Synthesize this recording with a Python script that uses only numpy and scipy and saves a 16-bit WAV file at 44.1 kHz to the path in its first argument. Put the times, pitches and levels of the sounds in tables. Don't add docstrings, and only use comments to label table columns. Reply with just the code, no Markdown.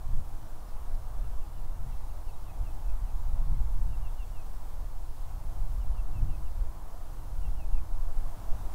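import sys
import numpy as np
from scipy import signal
from scipy.fft import rfft, irfft, next_fast_len
from scipy.io import wavfile
from scipy.ndimage import uniform_filter1d, map_coordinates

SR = 44100
rng = np.random.default_rng(int(sys.argv[2]) if len(sys.argv) > 2 else 0)


def how_loud(loudness_db):
    steps = np.asarray(loudness_db, float) / 20
    return 10 ** steps


def unload_wav(signal):
    wavfile.write(
        sys.argv[1],
        SR,
        np.round(np.clip(np.atleast_2d(signal).T, -1, 1) * 32767).astype(np.int16),
    )


N = 385598

# time in seconds, strength in dB.
GUSTS = [(0, -35.5), (.5, -42), (1.2, -36.5), (1.8, -35.5), (2.4, -40), (2.9, -37), (3.5, -28.5),
         (3.9, -31.5), (4.4, -40), (5.2, -37.5), (5.75, -31), (6.6, -35), (6.75, -41.5), (7.1, -40.5),
         (7.45, -32), (8.05, -36.5), (8.4, -36), (8.74, -37.5)]
# centre in seconds, half length in seconds, lift in dB,
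# size from 0 (large and slow) to 2 (small and quick).
EDDIES = [ (.15, 0.059, 11.5, -0.16), (.17, .08, 9, 1.95), (.001, 0.036, -5, -0.026),
          (.95, 0.041, 9.5, -0.11), (1.22, 0.039, 12, 1.37), (1.41, 0.031, 11.5, .05),
          (1.45, .04, -12, 0.37), (1.52, 0.036, -8, -0.26), (2.3, 0.076, 3.5, 0.29), (2.37, .03, -9, 1.05),
          (2.55, 0.055, -11, 0.28), (2.62, .07, 17, 1.4), (2.9, .05, 17.5, 0.61), (3.03, .05, 7, 1.43),
          (3.74, 0.1, 3.5, -0.21), (4.29, 0.06, -10, .05), (4.3, 0.038, 6.5, 0.88), (4.45, 0.12, 3.5, .05),
          (4.83, 0.047, 9, 0.91), (5.14, 0.17, 1, 0.3), (5.36, 0.069, -11, .05), (5.82, 0.18, -0.5, -0.62),
          (6.23, 0.069, 11, 1.54), (6.62, 0.027, 14, 1.28), (7.27, 0.067, -9, 0.16),
          (7.76, 0.034, 20, 0.46), (7.88, 0.046, -14, 0.31), (8.05, 0.19, 13, 0.29),
          (8.38, 0.089, -11, 0.65), (8.52, 0.035, 12, .2)]
# frequency in Hz, density in dB per Hz.
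HEAVE = [(2, -13.5), (3.5, -4.5), (14, -8), (22, -14.5), (30, -35.5), (50, -120)]
BUFFET = [(10, -120), (17, -32), (24, 6), (40, 1.5), (58, -8), (75, -25.5), (120, -120)]
FLUTTER = [(30, -120), (48, -31), (62, -2), (100, -8), (150, -17), (210, -29), (300, -34.5), (500, -120)]
# frequency in Hz, density in dB per Hz.
MURMUR = [(60, -120), (130, -3.5), (220, -5), (300, -6), (366, -8.5), (500, -6), (620, -4), (700, -1.5),
          (950, -3), (1300, -10), (1900, -21.5), (2600, -30), (4500, -34.5), (8000, -120)]
# frequency in Hz, density in dB per Hz.
HISS = [(100, 5), (3000, 0), (8000, 0), (15000, -0.5)]
# time in seconds, gain in dB.
GAIN = [(0, 0), (7.9, 0), (8.2, 1.5), (8.5, 2), (8.74, 2.5)]
# crest time in seconds, drop length in seconds,
# crest pitch in Hz, knee pitch in Hz, peak level in dB.
FAR_WADER = [(.127, .02, 2910, 2720, -74.5), (.693, .02, 2900, 2600, -75), (.755, .018, 2760, 2600, -72),
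             (1.246, .022, 2860, 2631, -70), (1.394, .04, 3035, 2635, -71), (1.558, .03, 3020, 2760, -71),
             (1.72, .03, 3038, 2800, -75), (1.905, .03, 2950, 2648, -69), (2.09, .022, 2860, 2646, -69.5),
             (2.27, .03, 3000, 2620, -65), (2.452, .039, 3048, 2564, -63), (2.627, .052, 3066, 2610, -64.5),
             (2.843, .046, 3014, 2560, -69), (3.047, .044, 3040, 2587, -69.5)]
# crest time in seconds, drop length in seconds,
# crest pitch in Hz, knee pitch in Hz, peak level in dB.
NEAR_WADER = [(3.91, .034, 2917, 2711, -64), (4.035, .033, 2906, 2703, -61),
              (4.183, .038, 2955, 2706, -61.5), (4.336, .052, 2940, 2590, -63),
              (5.81, .019, 3026, 2795, -69), (5.94, .046, 3020, 2720, -64.5), (6.136, .04, 2790, 2620, -64),
              (6.306, .034, 2820, 2590, -64), (6.449, .025, 2988, 2706, -69.5),
              (7.431, .031, 2886, 2714, -61.5), (7.575, .045, 2961, 2580, -62),
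              (7.737, .037, 2849, 2510, -63)]
# start in seconds, length in seconds, pitch in Hz, level in dB.
COOS = [(.22, .44, 321, -63.5), (1.3, .5, 320.5, -67), (2.12, .2, 320, -68), (2.38, .5, 320, -63),
        (3.2, .45, 320, -68.5), (4.1, .7, 318.5, -68.5), (4.78, .28, 303, -64), (4.98, .16, 329, -66.5),
        (5.3, .55, 316, -66.5), (5.98, .5, 318.5, -61), (6.5, .3, 317, -68), (6.62, .3, 331, -67.5),
        (7, .35, 316, -64), (7.3, .7, 316.5, -63), (7, .66, 302.5, -69), (7.68, .45, 331, -68),
        (8.1, .6, 303, -64.5), (8.3, .5, 316, -68)]
# pitch in Hz, level in dB.
COO_BLUR = [
    (318, -77),
    (304, -78),
]
# start in seconds, length in seconds, level in dB.
FLICKS = [
    (.676, .032, -68),
    (.939, .024, -66.5),
]
# frequency in Hz, density in dB per Hz.
SPRAY = [(1500, -120), (2800, -4), (5000, 2), (7000, -6), (9000, -20), (14000, -120)]
# start in seconds, length in seconds, start pitch in Hz, end pitch in Hz, level in dB.
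PEEPS = [
    (1.84, .1, 1750, 2300, -74),
    (2.287, .026, 4380, 4460, -71),
    (2.334, .018, 3840, 3770, -65),
    (2.43, .06, 3650, 3580, -72),
    (3.545, .03, 2200, 2050, -70),
    (4.072, .04, 3570, 3300, -71),
    (4.215, .05, 3520, 3300, -73),
    (6.095, .035, 3800, 3620, -73),
    (6.63, .03, 3675, 3500, -74),
]


def unit(x):
    return x / np.sqrt(np.mean(x ** 2) + 1e-20)


def curve(rows):
    seconds, db = np.transpose(rows)
    return np.interp(np.arange(N) / SR, seconds, db)


def wobble(rate):
    knots = rng.standard_normal(int(N * 40 / SR) + 4)
    return map_coordinates(knots, [np.arange(N) * rate / SR])


def filtered(x, response):
    m = next_fast_len(N + SR)
    return irfft(rfft(x, m) * response(np.fft.rfftfreq(m, 1 / SR)), m)[:N]


def coloured(x, spectrum):
    f, db = np.transpose(spectrum)
    return unit(filtered(x, lambda hz: how_loud(np.interp(np.log(hz + .1), np.log(f), db))))


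def patchy(depth_db):
    z = signal.stft(rng.standard_normal(N), nperseg=1024)[2]
    field = uniform_filter1d(rng.standard_normal(z.shape), size=6, axis=0)
    field = uniform_filter1d(field, size=8, axis=1)
    return signal.istft(z * how_loud(depth_db * unit(field)), nperseg=1024)[1][:N]


def steady_noise(spectrum, seconds):
    x = coloured(rng.standard_normal(N), spectrum)
    power = np.abs(uniform_filter1d(x ** 2, int(seconds * SR)))
    return unit(x / np.sqrt(power + 0.068))


def eddy_lift(layer):
    t = np.arange(N) / SR
    lift = np.zeros(N)
    for s, half, lift_db, size in EDDIES:
        share = np.exp(-((size - layer) / .6) ** 2)
        lift += share * lift_db * np.exp(-((t - s) / half) ** 2)
    return lift


def wind():
    calm_db = -35
    gust_db = curve(GUSTS) - calm_db
    heave = how_loud(6 + 0.78 * gust_db + eddy_lift(0)) * steady_noise(HEAVE, seconds=0.25)
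    buffet = how_loud(1.14 * gust_db + eddy_lift(1)) * steady_noise(BUFFET, seconds=0.127)
    flutter = how_loud(-10.5 + 0.85 * gust_db + eddy_lift(2)) * steady_noise(FLUTTER, seconds=.12)
    speed = how_loud(calm_db) * (heave + buffet)
    suction = .9 * (speed ** 2 - uniform_filter1d(speed ** 2, SR // 4))
    return speed - suction + how_loud(calm_db + 1.64 * wobble(12)) * flutter


def murmur():
    level_db = -55 + 1.8 * curve(GAIN) + .5 * wobble(3)
    return how_loud(level_db) * coloured(patchy(depth_db=0.82), MURMUR)


def hiss():
    level_db = -61 + curve(GAIN) + 0.33 * wobble(5)
    return how_loud(level_db) * coloured(patchy(depth_db=0.82), HISS)


def wader():
    rise_s, hook_hz, sag_hz_per_s = .018, 60, 2700
    out = np.zeros(N)
    notes = [(*note, -14) for note in FAR_WADER] + [(*note, -9.5) for note in NEAR_WADER]
    for s, drop, crest_hz, knee_hz, db, head_db in notes:
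        sag = .6 * drop
        end = drop + sag
        t = np.arange(-rise_s, end, 1 / SR)
        corners_hz = [crest_hz - hook_hz, crest_hz, knee_hz, knee_hz - sag_hz_per_s * sag]
        pitch = np.interp(t, [-rise_s, 0, drop, end], corners_hz)
        pitch = uniform_filter1d(pitch, size=400, mode="nearest")
        swell_db = np.interp(t, [-rise_s, drop - 0.01, drop + sag / 3, end], [head_db, 0, 0, -2])
        fades = np.clip(np.minimum(t - t[0], t[-1] - t) / .005, 0, 1)
        tone = np.sin(2 * np.pi * np.cumsum(pitch) / SR)
        out[round((s - rise_s) * SR):][:len(t)] += how_loud(db + swell_db) * fades * tone
    return out * how_loud(1.8 * wobble(40))


def marsh_echoes(x):
    t = np.arange(SR // 4) / SR
    tail = rng.standard_normal(len(t)) * how_loud(-60 * t / 0.14)
    return signal.fftconvolve(x, tail / np.linalg.norm(tail))[:N]


def slur(u):
    return .75 * np.sin(np.pi / 2 * u) ** 2 + .25 * u


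def whistles(notes, edge, shimmer_db, shimmer_rate):
    out = np.zeros(N + SR)
    for s, length, start_hz, end_hz, db in notes:
        u = np.arange(int(length * SR)) / (length * SR)
        pitch = start_hz + (end_hz - start_hz) * slur(u)
        tone = np.sin(2 * np.pi * np.cumsum(pitch) / SR)
        out[round(s * SR):][:len(u)] += how_loud(db) * np.sin(np.pi * u) ** edge * tone
    return out[:N] * how_loud(shimmer_db * wobble(shimmer_rate))


def coos():
    notes = [(s, length, hz, hz, db) for s, length, hz, db in COOS]
    out = how_loud(1.2) * whistles(notes, edge=.5, shimmer_db=.8, shimmer_rate=6)
    for hz, db in COO_BLUR:
        level = how_loud(db + 3.6 * wobble(2.58))
        pitch = hz + 1.516 * wobble(5)
        out += level * np.sin(2 * np.pi * np.cumsum(pitch) / SR)
    return out


def flicks():
    t = np.arange(N) / SR
    shape = sum(how_loud(db) * np.sin(np.pi * np.clip((t - s) / length, 0, 1)) for s, length, db in FLICKS)
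    droplets = rng.standard_normal(N) * how_loud(4 * rng.standard_normal(N))
    return shape * coloured(droplets, SPRAY)


def peeps():
    return whistles(PEEPS, edge=.8, shimmer_db=1.5, shimmer_rate=38)


def scene():
    birds = wader() + peeps()
    echoes = how_loud(-13) * marsh_echoes(birds)
    return (wind() + murmur() + birds + echoes + coos() + flicks())[None]


def band_limit(x):
    return signal.sosfilt(signal.butter(12, 16500, fs=SR, output="sos"), x)


def record(dry):
    top_hz = 15775
    mix = filtered(dry[0] + hiss(), lambda hz: np.clip((top_hz - hz) / 50, 0, 1))
    return band_limit(mix[None])


dry = scene()
out = record(dry)
unload_wav(out)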